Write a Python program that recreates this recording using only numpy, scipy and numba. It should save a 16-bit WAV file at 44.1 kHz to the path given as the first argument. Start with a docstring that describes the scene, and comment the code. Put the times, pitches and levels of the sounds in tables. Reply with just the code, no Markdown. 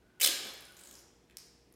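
"""A strip of duct tape is torn off its roll in a hard-surfaced kitchen, a few metres from the microphone.
The glue lets go in quick slips, each a spray of fibre breaks that rings the free strip. Low knocks begin
during the tear and go on after it; the strip crackles in short noise bursts, is rubbed in jerks of friction
grains, and a last patch of glue snaps free as one push and pull. Early echoes and a long noise tail are the
kitchen; under it lie room noise, wavering hum, faint tones that come and go and a motor note that sets in."""
import sys
import numpy as np
from scipy import signal
from scipy.fft import rfft, irfft
from scipy.io import wavfile
from scipy.ndimage import uniform_filter1d
from numba import njit

SR = 44100
rng = np.random.default_rng(int(sys.argv[2]) if len(sys.argv) > 2 else 0)


def dump_mix(stems):
    """Bounce the given channels to the path in sys.argv[1] as a 16-bit WAV at rate SR."""
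    frames = np.atleast_2d(stems).T  # one column per channel
    limited = np.clip(frames, -1, 1)  # hard clip at full scale
    pcm = np.round(limited * 32767).astype(np.int16)
    wavfile.write(sys.argv[1], SR, pcm)


def voltage_ratio(level):
    """Linear amplitude factor for a level in decibels (scalar or array-like)."""
    return 10 ** (np.asarray(level, float) / 20)


N = 77175  # samples in the scene


def level(x, db):
    """Scale to an rms level."""
    return x * voltage_ratio(db) / np.sqrt(np.mean(x ** 2))


def on_log(table, hz):
    """Read a (Hz, value) table on a log-frequency axis."""
    table = np.array(table, float)
    return np.interp(np.log(hz + 1), np.log(table[:, 0]), table[:, 1])


def colour(x, table):
    """Filter by a (Hz, dB) spectrum."""
    hz = np.arange(len(x) // 2 + 1) * SR / len(x)
    return irfft(rfft(x) * voltage_ratio(on_log(table, hz)), len(x))


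@njit
def svf(x, hz, width):
    """State-variable band-pass whose centre and width may move; gain 1 at the centre."""
    y, b, l = np.empty(len(x)), 0., 0.
    for i in range(len(x)):
        g, k = np.tan(np.pi * hz[i] / SR), width[i] / hz[i]
        v = (b + g * (x[i] - l)) / (1 + g * (g + k))
        b, l, y[i] = 2 * v - b, l + 2 * g * v, k * v
    return y


def band(x, hz, width_hz):
    """Band-pass for plain numbers or curves."""
    one = np.ones(len(x))
    return svf(x + 1e-18, np.clip(hz * one, 20, .44 * SR), width_hz * one)


def grains(shape, scatter_db):
    """Noise whose samples differ widely in size, like many tiny breaks."""
    return rng.standard_normal(shape) * voltage_ratio(scatter_db * np.minimum(rng.exponential(size=shape), 4))


def add(out, s, x):
    """Mix x into out at time s."""
    i = int(s * SR)
    out[i:i + len(x)] += x[:N - i]


def burst_rms(x, length):
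    """Root of the burst's energy spread over its decay length in seconds."""
    return np.sqrt(np.sum(x ** 2) / (length * SR))


def walk(rate):
    """Random levels held 1 / rate s and slewed."""
    hold = int(SR / rate)
    steps = np.repeat(rng.standard_normal(N // hold + 1), hold)
    return uniform_filter1d(steps, hold)[:N]


def curve(rows):
    """Gain over time from (s, dB) rows, silent outside."""
    rows = np.array(rows, float)
    return voltage_ratio(np.interp(np.arange(N) / SR, rows[:, 0], rows[:, 1], left=-150, right=-150))


def floor():
    """Coloured room noise, sines of wavering hum, narrow-band noise tones and a steady motor sine."""
    # spectrum of the room noise: f/Hz, relative level/dB
    room_noise = [(15, -47), (25, -22), (48, -0.5), (90, -7), (177, -3.5), (321, -3), (368, -2), (568, -13),
                  (617, -10), (1510, -22), (1930, -19), (13600, -34.5), (16500, -40)]
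    # appliance hum: f/Hz, rms level/dB before wavering
    hum_lines = [(59.5, -76), (120, -80.5), (181, -84), (362, -79.5)]
    # faint tones: from t/s, to t/s, level/dB, f/Hz, width/Hz
    faint_tones = [(0.014, 0.22, -73.5, 1480, 60), (.65, .85, -67, 1483, 57)]
    t = np.arange(N) / SR
    out = level(colour(rng.standard_normal(N), room_noise), -67)
    for hz, db in hum_lines:
        waver = voltage_ratio(db + 2.0 * walk(9.2))
        out += np.sqrt(2) * waver * np.sin(2 * np.pi * (hz * t + rng.random()))
    motor_from_s, motor_hz, motor_db = 1.0, 473.7, -76
    motor_fade = np.clip((t - motor_from_s) / .05, 0, 1)
    out += np.sqrt(2) * voltage_ratio(motor_db) * motor_fade * np.sin(2 * np.pi * motor_hz * t)
    for start, end, db, hz, width in faint_tones:
        fade = np.clip(np.minimum(t - start, end - t) / 0.011, 0, 1)
        out += fade * level(band(rng.standard_normal(N), hz, width), db)
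    return out


def tear():
    """Each slip is a short spray of breaking fibres that rings the free strip."""
    # slips of the tear: t/s, relative level/dB, decay length/s, ring of the free strip f/Hz
    slips = [(0.199, -36, 0.0008, 3260), (0.1995, -31.5, 0.0013, 2440), (0.2037, -22.5, 0.00074, 2480),
             (0.2112, -17.5, 0.00083, 2580), (0.2138, -14, 0.001, 2360), (0.2169, -13, 0.00086, 2360),
             (0.2198, -18.5, 0.0013, 2830), (0.2241, -20.5, 0.00085, 3800), (0.2261, -18, 0.0011, 4000),
             (0.2307, -12, 0.00059, 4070), (0.233, -16, 0.00078, 4080), (0.2349, -20, 0.0009, 3800),
             (0.2382, -13.5, 0.0011, 3748), (0.2407, -18, 0.00054, 4330), (0.2431, -10, 0.00068, 5230),
             (0.2433, -12, 0.00045, 3900), (0.2462, -11.5, 0.0009, 4400), (0.248, -10, 0.001, 3310),
             (0.2504, -18.5, 0.0009, 3960), (0.2604, -15, 0.00082, 3380), (0.2616, -12, 0.00096, 4000),
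             (0.2701, -16.5, 0.001, 4290), (0.2737, -10.5, 0.00074, 2990), (0.283, -28.5, 0.0009, 4300)]
    # colour of the whole tear: f/Hz, relative level/dB
    tear_colour = [(88, -54), (150, -25.5), (549, -10.5), (898, -22), (1210, -13.5), (1720, -10.5),
                   (2870, -7), (7510, -1.5), (8620, -4), (15300, -4.5), (16500, -20)]
    # fixed treble rings: f/Hz, width/Hz, relative level/dB (doubled in amplitude below)
    treble_rings = [(8860, 1000, -8), (13400, 870, -14)]
    strip_width_hz = 910
    out, t = np.zeros(N), np.arange(1024) / SR
    sprays = grains((len(slips), 1024), 2.5)
    for (s, db, length, hz), spray in zip(slips, sprays):
        x = spray * np.minimum(t / 0.00031, 1) * np.exp(-t / length)
        x = x + voltage_ratio(5) * (t == 0)  # first break, standing over the spray
        strip = voltage_ratio(3.5) * 2 * band(band(x, hz, strip_width_hz), hz, 2 * strip_width_hz)
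        treble = sum(voltage_ratio(d) * 2 * band(x, f, w) for f, w, d in treble_rings)
        x = x + strip + treble
        add(out, s, x * voltage_ratio(db) / burst_rms(x, length) / 2)
    coloured = colour(out, tear_colour)
    return coloured * np.std(out) / np.std(coloured)  # colouring leaves the overall level alone


def rub():
    """Each jerk is a spray of friction grains ringing the strip; the hands rumble under it."""
    # jerks of fingers on the strip: t/s, level/dB before halving, resonance f/Hz, decay length/s
    jerks = [(0.766, -49, 6760, 0.0055), (0.7886, -51, 7450, 0.0036), (0.7907, -48.5, 7860, 0.0066),
             (0.8104, -50.5, 8320, 0.0087), (0.835, -46, 7900, 0.0045), (0.848, -51, 7900, 0.0043),
             (0.8563, -47.5, 7630, 0.0034), (0.8714, -45, 7290, 0.0038), (0.8895, -48, 7250, 0.0024),
             (0.893, -56, 6870, 0.003), (0.91, -40.5, 7620, 0.0017), (0.9258, -48.5, 7330, 0.0024),
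             (0.9384, -48.5, 6100, 0.003), (0.9523, -43.5, 5500, 0.002), (0.9725, -55, 5100, 0.0037),
             (0.9886, -50, 5500, 0.0033), (0.994, -51.5, 5390, 0.0024)]
    # dull handling rumble: t/s, level/dB before wavering
    handling = [(.2, -85), (.25, -59), (.35, -63), (.47, -62), (.55, -76), (.7, -82), (.8, -73), (.92, -69),
                (1.0, -77), (1.1, -92)]
    out, t = np.zeros(N), np.arange(2048) / SR
    sprays = grains((len(jerks), 2048), 1.5)
    for (s, db, hz, length), spray in zip(jerks, sprays):
        x = spray * np.minimum(t / .0015, 1) * np.exp(-t / length)
        over_hz = 1.73 * hz
        resonance = band(band(x, hz, 0.19 * hz), hz, 0.89 * hz)
        overtone = voltage_ratio(-10.5) * band(x, over_hz, 0.24 * over_hz)
        body = voltage_ratio(-7) * band(x, 4340, 4700)
        x = resonance + overtone + body
        add(out, s, x * voltage_ratio(db) / burst_rms(x, length) / 2)
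    waver = voltage_ratio(3.4 * walk(39.8))
    rumble = level(band(rng.standard_normal(N), 400, 327), 0)
    return out + curve(handling) * waver * rumble


def near_walls(x):
    """A few early echoes, each scattered in its own way by uneven surfaces."""
    # counter and cabinets: delay t/s, level/dB
    early_echoes = [(.002, -9.5), (.0035, -13.5), (.0045, -21), (.0125, -17.5), (.0142, -12.5),
                    (.0175, -14.5), (.031, -18)]
    smear_s = 0.00085
    out = np.zeros(N)
    fade = np.exp(-np.arange(128) / SR / smear_s)
    smears = rng.standard_normal((len(early_echoes), 128)) * fade
    for (s, db), smear in zip(early_echoes, smears):
        add(out, s, voltage_ratio(db) * smear / np.sqrt(np.sum(smear ** 2)))
    return x + signal.fftconvolve(x, out)[:N]


def kitchen(x):
    """Dense echoes that build up after a short gap and die at their own rate in every band."""
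    # time for the kitchen to die by 60 dB: f/Hz, t60/s
    decay_times = [(200, 0.46), (500, 0.9), (1400, 1.127), (3700, 0.89), (7000, 0.75), (11000, 0.37),
                   (16000, 0.64)]
    # strength of the reverberation: f/Hz, relative level/dB
    tail_colour = [(200, 7), (600, 4.5), (1500, 6), (3000, -2.5), (4500, 2), (6000, 2.5), (9000, -2.5),
                   (16000, -2.5)]
    gap_s, build_s = 0.0036, 0.0097
    t, tail = np.arange(N) / SR, 0
    for hz in 100 * 2 ** np.arange(0, 7.6, .5):  # half-octave steps
        noise = band(band(rng.standard_normal(N), hz, hz / 2), hz, hz / 2)
        tail = tail + noise * voltage_ratio(on_log(tail_colour, hz) - 60 * t / on_log(decay_times, hz))
    tail = tail * np.clip((t - gap_s) / build_s, 0, 1)
    return signal.fftconvolve(x, tail / np.sqrt(np.sum(tail ** 2)))[:N]


def knocks():
    """Soft, low, quickly damped sines: blows of the roll against the hand."""
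    # t/s, level/dB before onset and damping, f/Hz, t60/s
    blows = [(.262, -42.5, 520, .05), (.288, -37.5, 319, 0.046), (0.449, -64, 425, .08),
             (.51, -63, 590, 0.023)]
    out, t = np.zeros(N), np.arange(8192) / SR
    for s, db, hz, t60 in blows:
        envelope = (1 - np.exp(-t / 0.001)) * np.exp(-np.log(1000) * t / t60)
        add(out, s, voltage_ratio(db) * np.sin(2 * np.pi * hz * t) * envelope)
    return out


def ticks():
    """The loose strip gives single short cracks of noise, with a fine random crackle as well."""
    # single crackles: t/s, level/dB, centre f/Hz, decay length/s
    cracks = [(.447, -46, 12700, 0.00089), (.457, -50, 12000, 0.0007), (.470, -45.5, 12100, 0.00073),
              (.490, -47.5, 11500, 0.0012), (.501, -57, 11000, .001), (.519, -54, 11000, .001),
              (.538, -49, 13000, 0.0013), (.575, -55, 11000, 0.00071), (.607, -47, 11500, 0.0011),
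              (.620, -56, 13000, 0.00091), (.653, -47, 10000, .0007), (.686, -63, 11000, .001),
              (.722, -54, 11000, 0.0011), (1.2255, -73, 8900, .001), (1.2985, -56, 2390, 0.00094),
              (1.309, -60, 2690, .0015), (1.725, -57.5, 10210, 0.0012), (1.739, -64, 6000, 0.0012)]
    # fine crackle: t/s, level/dB
    fine_levels = [(.3, -47), (.5, -70), (.72, -72), (.85, -67), (1.0, -68.5), (1.05, -88)]
    out, t = np.zeros(N), np.arange(1024) / SR
    sprays = rng.standard_normal((len(cracks), 1024))
    for (s, db, hz, length), spray in zip(cracks, sprays):
        x = spray * np.exp(-t / length)
        width_hz = .75 * hz
        x = band(band(x, hz, width_hz), hz, width_hz) + voltage_ratio(-10.5) * band(x, 6050, 9000)
        add(out, s, x * voltage_ratio(db) / burst_rms(x, length))
    per_s, fine_hz, fine_width_hz = 2300, 11000, 9000
    fine = grains(N, 3.4) * (rng.random(N) < per_s / SR)
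    fine = band(band(fine, fine_hz, fine_width_hz), fine_hz, fine_width_hz)
    return out + curve(fine_levels) * level(fine, 0)


def snap():
    """The last patch of glue lets go: one push and pull, then a short ring of the strip."""
    # spectrum of the snap: f/Hz, relative level/dB
    snap_colour = [(410, -27), (900, -16.5), (1680, -15), (2160, -9.5), (3200, -9.5), (5250, -2.5),
                   (6500, -6), (8760, -1.5), (12000, -5), (15500, -8), (17000, -17)]
    snap_s, peak_db, ring_hz, ring_width_hz = 1.3703, -23, 5300, 900
    out, t = np.zeros(N), np.arange(1024) / SR
    middle_s = t[len(t) // 2]
    click = colour(1. * (t == middle_s), snap_colour)
    x = signal.hilbert(click).imag  # a quarter turn makes the click a push and pull
    x = x + voltage_ratio(3) * band(x, ring_hz, ring_width_hz)
    add(out, snap_s - middle_s, voltage_ratio(peak_db) * x / np.abs(x).max())
    return out


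def scene():
    """Direct sound with early echoes, the kitchen's answer and the floor."""
    rip, low, small, last = tear(), knocks(), ticks() + rub(), snap()
    to_kitchen = voltage_ratio(-3.5) * rip + voltage_ratio(-12.5) * low + voltage_ratio(-.8) * small + voltage_ratio(-1.5) * last
    tail = kitchen(to_kitchen)
    return (near_walls(rip + low + small + last) + tail + floor())[None]


def low_pass(x):
    """Removes everything above the highest recorded frequency."""
    return signal.sosfilt(signal.butter(12, 16990, fs=SR, output="sos"), x)


def record(dry):
    """A steep elliptic low-pass cuts the top."""
    top_hz, ripple_db, stop_db = 16050, .3, 40
    top_cut = signal.ellip(8, ripple_db, stop_db, top_hz, fs=SR, output="sos")
    mix = signal.sosfilt(top_cut, dry)
    return low_pass(mix)


dry = scene()
out = record(dry)
dump_mix(out)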